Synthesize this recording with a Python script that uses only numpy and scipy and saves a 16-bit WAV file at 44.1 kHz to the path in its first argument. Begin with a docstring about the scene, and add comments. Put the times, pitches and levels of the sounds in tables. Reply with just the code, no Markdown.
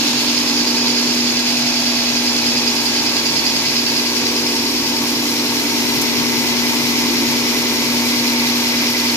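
"""A bright, whirring hiss over a hum: an electric cylinder mower cutting a lawn, heard from close by.
The reel turns ten times a second, so the drive forces a periodic drone and rattle from the body.
Friction between blades and bed knife hisses, ticks and squeals; clippings patter into the catcher.
The reel slows a little under load, the squeal eases midway, and a twig-like snap follows.
The two-port microphone moves from beside the mower to behind its handle."""
import sys
import numpy as np
from scipy.fft import rfft, irfft, next_fast_len
from scipy.io import wavfile
from scipy.ndimage import uniform_filter1d, map_coordinates

SR = 44100
rng = np.random.default_rng(int(sys.argv[2]) if len(sys.argv) > 2 else 0)


def int16_out(signal):
    """Quantize to a 16-bit WAV file."""
    q = np.round(np.clip(np.atleast_2d(signal).T, -1, 1) * 32767)
    wavfile.write(sys.argv[1], SR, q.astype(np.int16))


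N = 403956


def amp(db):
    """Amplitude ratio of a level in decibels."""
    return 10 ** (np.asarray(db) / 20)


def unit(x):
    """Normalisation to rms 1."""
    return x / np.sqrt(np.mean(x ** 2) + 1e-20)


def along(points, hz):
    """Interpolation of (frequency [Hz], value) points on a logarithmic axis."""
    freqs, values = np.transpose(points)
    return np.interp(np.log(hz + 1), np.log(freqs + 1), values)


def curves(rows):
    """Linear interpolation in time: one value per sample for each later column."""
    times, *columns = np.transpose(rows)
    return [np.interp(np.arange(N) / SR, times, column) for column in columns]


def wobble(rate):
    """Smooth random modulation: a spline through `rate` Gaussian knots a second."""
    knots = rng.standard_normal(int(N * rate / SR) + 4)
    coarse = np.arange(0, N + 16, 16)
    return np.interp(np.arange(N), coarse, map_coordinates(knots, [coarse * rate / SR]))


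def bump(offset, sigma):
    """Gaussian envelope of height 1."""
    return np.exp(-.5 * (offset / sigma) ** 2)


def white():
    """White noise, uncorrelated between the two ports."""
    return rng.standard_normal((2, N))


def filtered(x, response):
    """Linear filtering: the spectrum is multiplied by a frequency response."""
    size = next_fast_len(N + SR // 10, True)
    return irfft(rfft(x, size) * response(np.fft.rfftfreq(size, 1 / SR)), size)[..., :N]


def coloured(x, spectrum):
    """Spectral shaping, at rms 1."""
    return unit(filtered(x, lambda hz: amp(along(spectrum, hz))))


def resonate(x, modes):
    """Modal superposition: x excites a sum of Lorentzian peaks, at rms 1."""
    def response(hz):
        return sum(amp(db) / (1 + ((hz - centre) / (0.53 * width)) ** 2) for centre, width, db in modes)
    return unit(filtered(x, response))


def drifting(x, depth=.004, rate=9):
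    """Frequency modulation: an uneven reading speed makes the pitch wander."""
    position = np.arange(N) + np.cumsum(depth * wobble(rate))
    return np.array([map_coordinates(port, [position], mode="mirror") for port in x])


def turn_noise(turns, fresh, spiky_db):
    """Cyclostationary noise: a roughness profile recurs each turn; `fresh` is the random power share."""
    size = SR // 10
    knocks = amp(spiky_db * unit(uniform_filter1d(rng.standard_normal(size), size=60, mode="wrap")))
    position, grid = (turns % 1) * size, np.arange(size)
    periodic = np.array([np.interp(position, grid, row) for row in rng.standard_normal((2, size))])
    roughness = np.sqrt(1 - fresh) * unit(periodic) + np.sqrt(fresh) * white()
    return np.interp(position, grid, knocks) * roughness


def harmonics(turns, table):
    """Harmonics of the rotation rate, each slightly unsteady, at rms 1."""
    golden = (np.sqrt(5) - 1) / 2
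    total = 0
    for order, db in table:
        # quadratic phases spread the beats between neighbours around the turn
        phase = order * turns + golden * order * order / 2 + 0.069 * wobble(3) + 0.06 * wobble(14)
        total = total + amp(db + 2.47 * wobble(4)) * np.sin(2 * np.pi * phase)
    return unit(total)


def panned(x, pan_db):
    """Level difference: the left port exceeds the right by pan_db."""
    return x * amp(np.array([[1], [-1]]) * pan_db / 2)


def placed(pair, table):
    """Mid-side mixing gives two independent signals a level, balance and correlation."""
    db, pan_db, correlation = curves(table)
    angle = np.arccos(np.clip(correlation, -1, 1)) / 2
    mid, side = pair * np.array([np.cos(angle), np.sin(angle)])
    return amp(db) * panned(np.array([mid + side, mid - side]), pan_db)


def gain_at(place, beside_db, behind_db):
    """Gain by listening position, linear in decibels from beside the mower to behind it."""
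    return amp(beside_db + place * (behind_db - beside_db))


# likeness of the two ports (frequency [Hz], coherence [0 to 1])
COHERENCE = [(50, 0.89), (250, 1), (500, 0.58), (1000, 1), (2000, 0.36), (5000, 0.28), (9000, 0),
             (14000, 0.2)]
# their balance at bearing 0.5 (frequency [Hz], left minus right [dB])
BALANCE = [(100, 1.5), (300, -5), (600, 0), (1500, 1.5), (2400, -3), (3400, -1), (4600, -1), (5400, 1),
           (6100, 5.5), (7000, 8), (8500, 2.5), (10500, 2.5), (12500, -3), (15000, -8)]
# its change with bearing (frequency [Hz], slope [dB per unit bearing])
BALANCE_SLOPE = [(1000, 2.5), (2200, -2), (3200, -0.5), (4500, 13.5), (5500, 8), (6500, -21), (10000, -16)]


def ports(pair, place):
    """Spaced receivers: bass is coherent, treble much less; level and delay differences follow place."""
    def mid_side(hz):
        angle = np.arccos(np.clip(along(COHERENCE, hz), -1, 1)) / 2
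        return np.array([np.cos(angle), np.sin(angle)])
    mid, side = filtered(pair, mid_side)

    def heard(bearing):
        lead_ms = np.interp(bearing, [0, 1], [.09, .19])  # the left port is nearer

        def response(hz):
            balance_db = along(BALANCE, hz) + (bearing - .5) * along(BALANCE_SLOPE, hz)
            left = amp(balance_db / 2) * np.exp(1j * np.pi * hz * lead_ms / 1000)
            return np.array([left, 1 / left])
        return filtered(np.array([mid + side, mid - side]), response)
    stops = np.linspace(0, 1, 5)
    fades = [np.interp(place, stops, row) for row in np.eye(len(stops))]
    return sum(fade * heard(bearing=0.58 * stop) for stop, fade in zip(stops, fades))


# the motor's mains hum (time [s], level [dB])
MAINS_LEVEL = [(0, -54), (1.2, -48), (9.16, -44.5)]


def motor_hum(mains_hz=50):
    """Magnetic excitation: the motor hums at twice the mains frequency."""
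    tone = np.sin(2 * np.pi * 2 * mains_hz * np.arange(N) / SR)
    return amp(curves(MAINS_LEVEL)[0] + wobble(6)) * unit(tone)


# low shaking of the chassis (frequency [Hz], relative density [dB])
RUMBLE_SPECTRUM = [(20, -44), (32, -33), (50, -21), (68, -12.5), (85, -21), (112, -18), (138, 0), (148, -6),
                   (170, -14.5), (220, -8), (300, -57)]
# brief extra shaking (time [s], added amplitude relative to the steady shaking [dB])
CHASSIS_JUDDERS = [(3.32, -1), (5.97, -1), (6.87, -7), (7.33, -5)]


def chassis_rumble(place, hum_db):
    """Forced vibration: the drive shakes the chassis, more strongly while its hum sinks."""
    t = np.arange(N) / SR
    judder = 1 + sum(amp(db) * bump(t - at, sigma=0.045) for at, db in CHASSIS_JUDDERS)
    shake = amp(-0.36 * (hum_db - hum_db.mean()) + 1.2 * wobble(2.96))
    return gain_at(place, -41, -39.5) * judder * shake * coloured(white(), RUMBLE_SPECTRUM)


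# upper and lower frame modes (frequency [Hz], bandwidth [Hz], relative level [dB])
FRAME_MODES = [(858, 28, -8), (907, 38, 2.5), (1015, 21, -0.5), (1120, 55, -3)]
LOW_MODES = [(666, 45, 2), (700, 60, -1), (820, 44, -1)]
# tones in the frame, and a thin whine below them (order [per turn], relative level [dB])
FRAME_HARMONICS = [(90, -2), (91, -2), (92, 0)]
WHINE_HARMONICS = [(84, 0)]
# envelopes of the upper modes, lower modes and whine (time [s], level [dB])
FRAME_ENVELOPE = [(0, -38), (1, -38), (1.3, -42.5), (2.4, -44), (2.8, -36), (3.6, -39.5), (4.8, -34.5),
                  (5.6, -37), (6.6, -33.5), (7.6, -34.5), (9.16, -36.5)]
LOW_ENVELOPE = [(0, -50), (1.2, -48), (1.6, -34), (2, -40), (2.5, -44), (4.5, -48), (9.16, -56)]
WHINE_ENVELOPE = [(0, -48), (2.2, -44), (2.8, -40), (4, -45), (5.5, -49), (9.16, -53.5)]


def frame_ring(turns):
    """Resonance: the motor shaft beats on the frame; the ring sinks briefly, then returns with a whine."""
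    shaft_turns = 2.49 * turns
    beat = amp(3 * np.cos(np.pi * shaft_turns) ** 8)
    jolt = amp(4.5 * bump(turns % 1 - 0.52, sigma=0.13))  # hardest halfway through each turn
    ring = resonate(beat * jolt * turn_noise(turns, fresh=0.69, spiky_db=0), FRAME_MODES)
    upper = amp(curves(FRAME_ENVELOPE)[0]) * (ring + amp(-3.5) * harmonics(turns, FRAME_HARMONICS))
    lower = amp(curves(LOW_ENVELOPE)[0]) * resonate(white(), LOW_MODES)
    whine = amp(curves(WHINE_ENVELOPE)[0]) * harmonics(turns, WHINE_HARMONICS)
    return upper + lower + whine


# three noise bands of the shaken body (frequency [Hz], relative density [dB])
DRONE_SPECTRUM = [(140, -27), (200, -21), (230, 2.5), (300, 1), (345, -4.5), (390, -29), (2000, -70)]
CLATTER_SPECTRUM = [(200, -47), (420, 0), (600, 0), (760, -1), (1030, -0.5), (1250, -2.5), (1600, -3.5),
                    (2300, -11), (3200, -25), (6000, -49)]
BUZZ_SPECTRUM = [(280, -29), (350, -2), (420, -2.5), (450, -5), (520, -5.5), (620, -18), (2000, -60)]
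# vibration of the casing (time [s], relative drone level [dB], relative buzz level [dB])
CASING_ENVELOPES = [(0, -27, -36.5), (1.05, -28.5, -33), (1.75, -31.5, -41), (2.55, -29.5, -33),
                    (3.55, -29.5, -37), (4.2, -30, -31.5), (4.8, -26.5, -33), (6.1, -28.5, -31.5),
                    (6.75, -27.5, -34), (7.15, -25, -32), (7.6, -27, -30), (8.5, -28, -35),
                    (9.16, -30, -33.5)]


def casing_rattle(turns, swell_db):
    """Broadband forced vibration: the drive rattles the casing, more roughly the louder it drones."""
    drone_db, buzz_db = curves(CASING_ENVELOPES)
    roughening_db = 0.14 * (drone_db - drone_db.mean())
    drone = coloured(turn_noise(turns, fresh=0.74, spiky_db=1.5), DRONE_SPECTRUM)
    clatter_db = -30.5 + swell_db + 0.4 * wobble(3)
    clatter = coloured(turn_noise(turns, fresh=0.6, spiky_db=1), CLATTER_SPECTRUM)
    buzz = coloured(turn_noise(turns, fresh=0.64, spiky_db=0.2), BUZZ_SPECTRUM)
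    return amp(drone_db - 4 + roughening_db) * drone + amp(clatter_db) * clatter + amp(buzz_db - 5.5) * buzz


# low and high tones of the casing (order [per turn], relative level [dB])
DRONE_HARMONICS = [(19, -52.5), (25, -39), (27, -45), (28, -36.5), (29, -37.5), (30, -34), (33, -41.5),
                   (34, -40)]
BUZZ_HARMONICS = [(36, -41), (37, -42.5), (38, -42), (40, -49.5), (42, -43), (43, -48.5), (48, -42),
                  (50, -49)]


def casing_tones(turns):
    """Periodic forcing: uneven gear teeth drive the casing at harmonics of the turn."""
    drone_db, buzz_db = curves(CASING_ENVELOPES)
    drone = amp(drone_db - 0.95) * harmonics(turns, DRONE_HARMONICS)
    buzz = amp(buzz_db - 0.8) * harmonics(turns, BUZZ_HARMONICS)
    return panned(drone + buzz, pan_db=-1.5)


# hum of the gear teeth (time [s], level [dB])
GEAR_LEVEL = [(0, -27), (.9, -23.5), (2.6, -24), (3.05, -29), (3.6, -30.5), (3.85, -26.5), (4.7, -28),
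              (5.1, -27), (5.9, -25.5), (7.2, -25), (8.5, -23), (9.16, -25)]
# its balance (time [s], left minus right [dB])
GEAR_PAN = [(0, 0), (2.5, 2), (3.3, 0.5), (4.3, 0), (5.2, -1.5), (6.2, 8.5), (9.16, 0)]


def gear_hum(turns, hum_db, teeth=24):
    """Gear-mesh tone: eccentricity of the drive modulates its amplitude once a turn."""
    mesh = unit(np.sin(2 * np.pi * teeth * turns))
    throb_db = 0.9 * wobble(9) + 0.7 * np.cos(2 * np.pi * turns)
    return panned(amp(hum_db + throb_db) * mesh, curves(GEAR_PAN)[0])


# bright noise of clippings and snap (frequency [Hz], relative density [dB])
SPRAY_SPECTRUM = [(2000, -15), (6000, 6.5), (8000, 3), (9500, 1.5), (11000, 5), (12500, 6.5), (14500, 1.5),
                  (15700, -11)]


def clippings(place, pressure_db):
    """Random impacts: cut grass striking the catcher merges into a fluttering noise."""
    patter = white() * amp(wobble(700) + 0.82 * wobble(30))
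    return gain_at(place, -33.5, -27) * amp(0.2 * pressure_db) * coloured(patter, SPRAY_SPECTRUM)


# a small snap in the reel (time [s], level [dB])
SNAPS = [(6.015, -18)]


def snap(t60_s=0.086):
    """A damped transient: twig-like noise starts abruptly and decays exponentially."""
    t = np.arange(N) / SR
    envelope = sum(amp(db - 60 * np.abs(t - at) / t60_s) * (t > at) for at, db in SNAPS)
    return envelope * coloured(white(), SPRAY_SPECTRUM)


def rub(turns, centre, sigma, hz, rise_hz, half_band_hz):
    """Stick-slip friction: once a turn a contact slides along the knife as a narrow band of noise."""
    offset = (turns - centre + .5) % 1 - .5
    carrier = 2 * np.pi * np.cumsum(hz + rise_hz * offset) / SR
    a, b = (unit(filtered(white(), lambda f: 1 / (1 + (f / half_band_hz) ** 4))) for _ in range(2))
    # the pitch wanders while the strength stays nearly even
    slip = (a * np.cos(carrier) - b * np.sin(carrier)) / np.sqrt(a * a + b * b + .5)
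    return amp(1.1 * wobble(5.9)) * bump(offset, sigma) * unit(slip)


# high spots and nicks on the blades (centre [turns], sigma [turns], frequency [Hz],
# glide [Hz/turn], half bandwidth [Hz], relative level [dB])
SPOT_CONTACTS = [(0.095, 0.047, 4765, 0, 320, -1.8), (.775, 0.043, 4675, 3000, 260, -0.7),
                 (.87, 0.05, 4760, 2500, 260, -3)]
NICK_CONTACTS = [(.093, .024, 4300, -8000, 210, 0), (.76, .022, 4290, -5000, 140, -6)]
# how each set is heard (time [s], level [dB], left minus right [dB], correlation [-1 to 1])
SPOT_MIX = [(0, -27, -7, -0.1), (.8, -20, -6, -0.2), (1.35, -26, -9, -0.1), (1.8, -24, -12, -0.4),
            (2.6, -25, -9, -0.2), (3.4, -23, -15, -0.1), (4.1, -21, -3, -0.5), (4.9, -26, 11, -0.8),
            (5.3, -41, 4, -0.4), (9.16, -33, 2, -0.3)]
NICK_MIX = [(0, -20, -2, 0), (1, -27, -9, 0), (2.6, -32, -11, 0), (3.3, -20, -6, 0.042), (4.3, -28, -6, 0),
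            (4.9, -28, 2, 0), (5.45, -21, -1, 0.1), (6.2, -20, 3, -0.6), (7.3, -24, 2, -0.1),
            (8.1, -20.5, -2, 0.033), (9.16, -19.5, -6, 0.1)]
# light touches (centre [turns], sigma [turns], frequency [Hz], glide [Hz/turn], half bandwidth [Hz])
LIGHT_CONTACTS = [(.92, .14, 4990, 50, 30), (.85, .16, 5485, 0, 40)]
# their envelopes (time [s], lower touch level [dB], higher touch level [dB])
LIGHT_ENVELOPES = [(0, -38, -45), (1.7, -36, -43), (2.3, -28, -41), (3.6, -31, -37), (4.1, -29, -29),
                   (4.8, -32, -29.5), (5.6, -40, -29.5), (7, -38, -34), (9.16, -42, -37)]


def scrape(turns):
    """Periodic contact with the knife: high spots rasp, nicks tick and light touches ring higher."""
    spots = sum(amp(db) * rub(turns, *shape) for *shape, db in SPOT_CONTACTS)
    nicks = sum(amp(db) * rub(turns, *shape) for *shape, db in NICK_CONTACTS)
    touches = sum(amp(db) * rub(turns, *shape)
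                  for shape, db in zip(LIGHT_CONTACTS, curves(LIGHT_ENVELOPES)))
    return placed(spots, SPOT_MIX) + placed(nicks, NICK_MIX) + touches


# notes of a catching blade (time [s], frequency [Hz], glide [Hz/s], level [dB])
ZING_NOTES = [(.485, 4976, 6000, -25), (.777, 4720, 11000, -28), (.972, 4700, 14000, -27),
              (1.074, 4783, 15000, -31), (1.269, 4685, 5000, -27.5), (2.176, 4960, 0, -25),
              (2.476, 4990, 4000, -25), (2.576, 4900, 0, -23), (2.678, 4960, 2000, -21),
              (2.871, 5000, -6000, -24), (3.072, 5000, -2000, -26), (3.173, 4800, 4000, -28),
              (3.268, 4700, 6000, -26), (3.377, 4988, 0, -25), (3.468, 4730, 8000, -27),
              (3.776, 5060, 0, -24.5), (3.875, 4670, 4000, -26), (3.976, 4940, -2, -21),
              (4.075, 4980, 0, -32), (4.275, 4990, 0, -27.5), (4.375, 4970, 0, -24.5),
              (4.475, 4990, 0, -29)]


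def zings(sigma_s=0.0092, jitter_rad=.45):
    """Self-excited vibration: a blade catches the knife and sings a short, nearly pure note."""
    t = np.arange(-SR // 20, SR // 20) / SR
    notes = np.zeros(N, complex)
    for (at, hz, glide, db), phase in zip(ZING_NOTES, rng.random(len(ZING_NOTES))):
        chirp = np.exp(2j * np.pi * (phase + hz * t + glide * t * t / 2))
        start = round(at * SR) - len(t) // 2
        notes[start:start + len(t)] += amp(db) * bump(t, sigma_s) * chirp
    roughened = np.sqrt(2) * np.real(notes * np.exp(1j * jitter_rad * wobble(330)))
    return panned(roughened, curves(SPOT_MIX)[1])


# modes of blades and knife in contact (frequency [Hz], bandwidth [Hz], relative level [dB])
COUPLED_MODES = [(1639, 32, -4.5), (2332, 21, -1.5), (2532, 42, 1), (2697, 100, -5.5), (3395, 42, -0.5),
                 (4316, 160, -1.5), (4685, 120, 0.5), (4940, 55, 5.5), (5530, 22, 5), (6670, 110, -10.5)]
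# how hard the blades press, easing midway (time [s], relative load [dB])
CONTACT_LOAD = [(0, -1), (.7, 1), (3.85, 1), (4.5, -2.5), (5.3, -6.5), (7.5, -7.5), (9.16, -3)]


def squeal(turns):
    """Coupled resonance: blades and knife ring together, loudest just after the high spots."""
    load_db, = curves(CONTACT_LOAD)
    pulse_db = 0.94 * np.cos(2 * np.pi * (turns - .93))
    ring = drifting(resonate(white(), COUPLED_MODES))
    return panned(amp(-24.5 + 0.79 * load_db + pulse_db) * ring, pan_db=1)


def blade_pressure(turns, blades=6):
    """Modulation of the contact [dB]: the off-centre reel gives one cycle a turn, each blade another."""
    eccentricity_db = 0.45 * np.cos(2 * np.pi * (turns - .88))
    passing_db = 0.36 * np.cos(2 * np.pi * blades * turns)
    return eccentricity_db + passing_db + 0.4 * wobble(22)


# shearing hiss and a lower, opening rasp (frequency [Hz], relative density [dB])
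HISS_SPECTRUM = [(500, -17.5), (1200, -16), (1800, -4), (2500, 0.5), (3100, 1.2), (3600, 0.7), (4200, 2),
                 (5000, 0.5), (5700, 0.5), (6300, -4), (6750, -3.5), (7400, -14.5), (9000, -43),
                 (15000, -29)]
RASP_SPECTRUM = [(1800, -35), (2400, -8), (3400, -5), (4400, -3), (6000, -25)]
# envelope of the rasp (time [s], level [dB])
RASP_ENVELOPE = [(0, -25.5), (.3, -24), (.6, -37), (1.5, -30), (3, -36), (4, -55)]
# modes of the bed knife and of the free blades (frequency [Hz], bandwidth [Hz], relative level [dB])
KNIFE_MODES = [(2033, 80, 1.5), (2237, 39, 0.5), (2353, 28, -1.5), (2446, 58, -1.5)]
BLADE_MODES = [(3953, 42, 1), (4335, 110, -5), (5040, 100, -2), (5233, 150, -2.5), (5400, 43, 2),
               (5766, 130, -2)]


def cutter(turns, place, swell_db, pressure_db):
    """Friction noise: blades shear along the bed knife, hissing and exciting the modes of both."""
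    edge = turns + 0.001986 * wobble(14)  # the roughness of each turn never returns at quite the same instant
    hiss = coloured(turn_noise(edge, fresh=0.63, spiky_db=1.16), HISS_SPECTRUM)
    knife = resonate(turn_noise(edge, fresh=0.9, spiky_db=5), KNIFE_MODES)
    blades = drifting(resonate(turn_noise(edge, fresh=0.9, spiky_db=2.5), BLADE_MODES))
    rasp = coloured(white(), RASP_SPECTRUM)
    return (gain_at(place, -22, -21.5) * amp(swell_db + pressure_db) * hiss
            + gain_at(place, -35, -28) * amp(3.9 * swell_db) * knife
            + gain_at(place, -25.5, -27) * amp(1.6 * pressure_db) * blades
            + amp(curves(RASP_ENVELOPE)[0] + pressure_db) * rasp)


# the reel slowing under load (time [s], speed [turns/s])
REEL_SPEED = [(0, 10.058), (2.25, 10.058), (2.5, 9.994)]
# path of the microphone (time [s], place [0 beside the mower, 1 behind the handle])
MICROPHONE_PATH = [(0, 0), (2, 0.21), (4, 0.55), (6, 0.87), (9.16, 0.9)]
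# swell of hiss and clatter, which the knife follows more steeply (time [s], level [dB])
CUTTING_SWELL = [(0, -1), (.8, -0.8), (3.7, -0.5), (5, -1.5), (6.2, 0), (9.16, 0.2)]


def scene():
    """Superposition: the sources share one reel rotation and one moving listening point."""
    turns = np.cumsum(curves(REEL_SPEED)[0]) / SR
    place, hum_db, swell_db = (curves(table)[0] for table in (MICROPHONE_PATH, GEAR_LEVEL, CUTTING_SWELL))
    body = chassis_rumble(place, hum_db) + casing_rattle(turns, swell_db) + frame_ring(turns)
    pressure_db = blade_pressure(turns)
    reel = cutter(turns, place, swell_db, pressure_db) + squeal(turns)
    debris = clippings(place, pressure_db) + snap()
    drive = gear_hum(turns, hum_db) + casing_tones(turns) + motor_hum()
    return drive + scrape(turns) + zings() + ports(body + reel + debris, place)


def record(dry):
    """Band limiting: an ideal low-pass filter removes everything above 15.6 kHz."""
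    return filtered(dry, lambda hz: hz < 15600)


dry = scene()
out = record(dry)
int16_out(out)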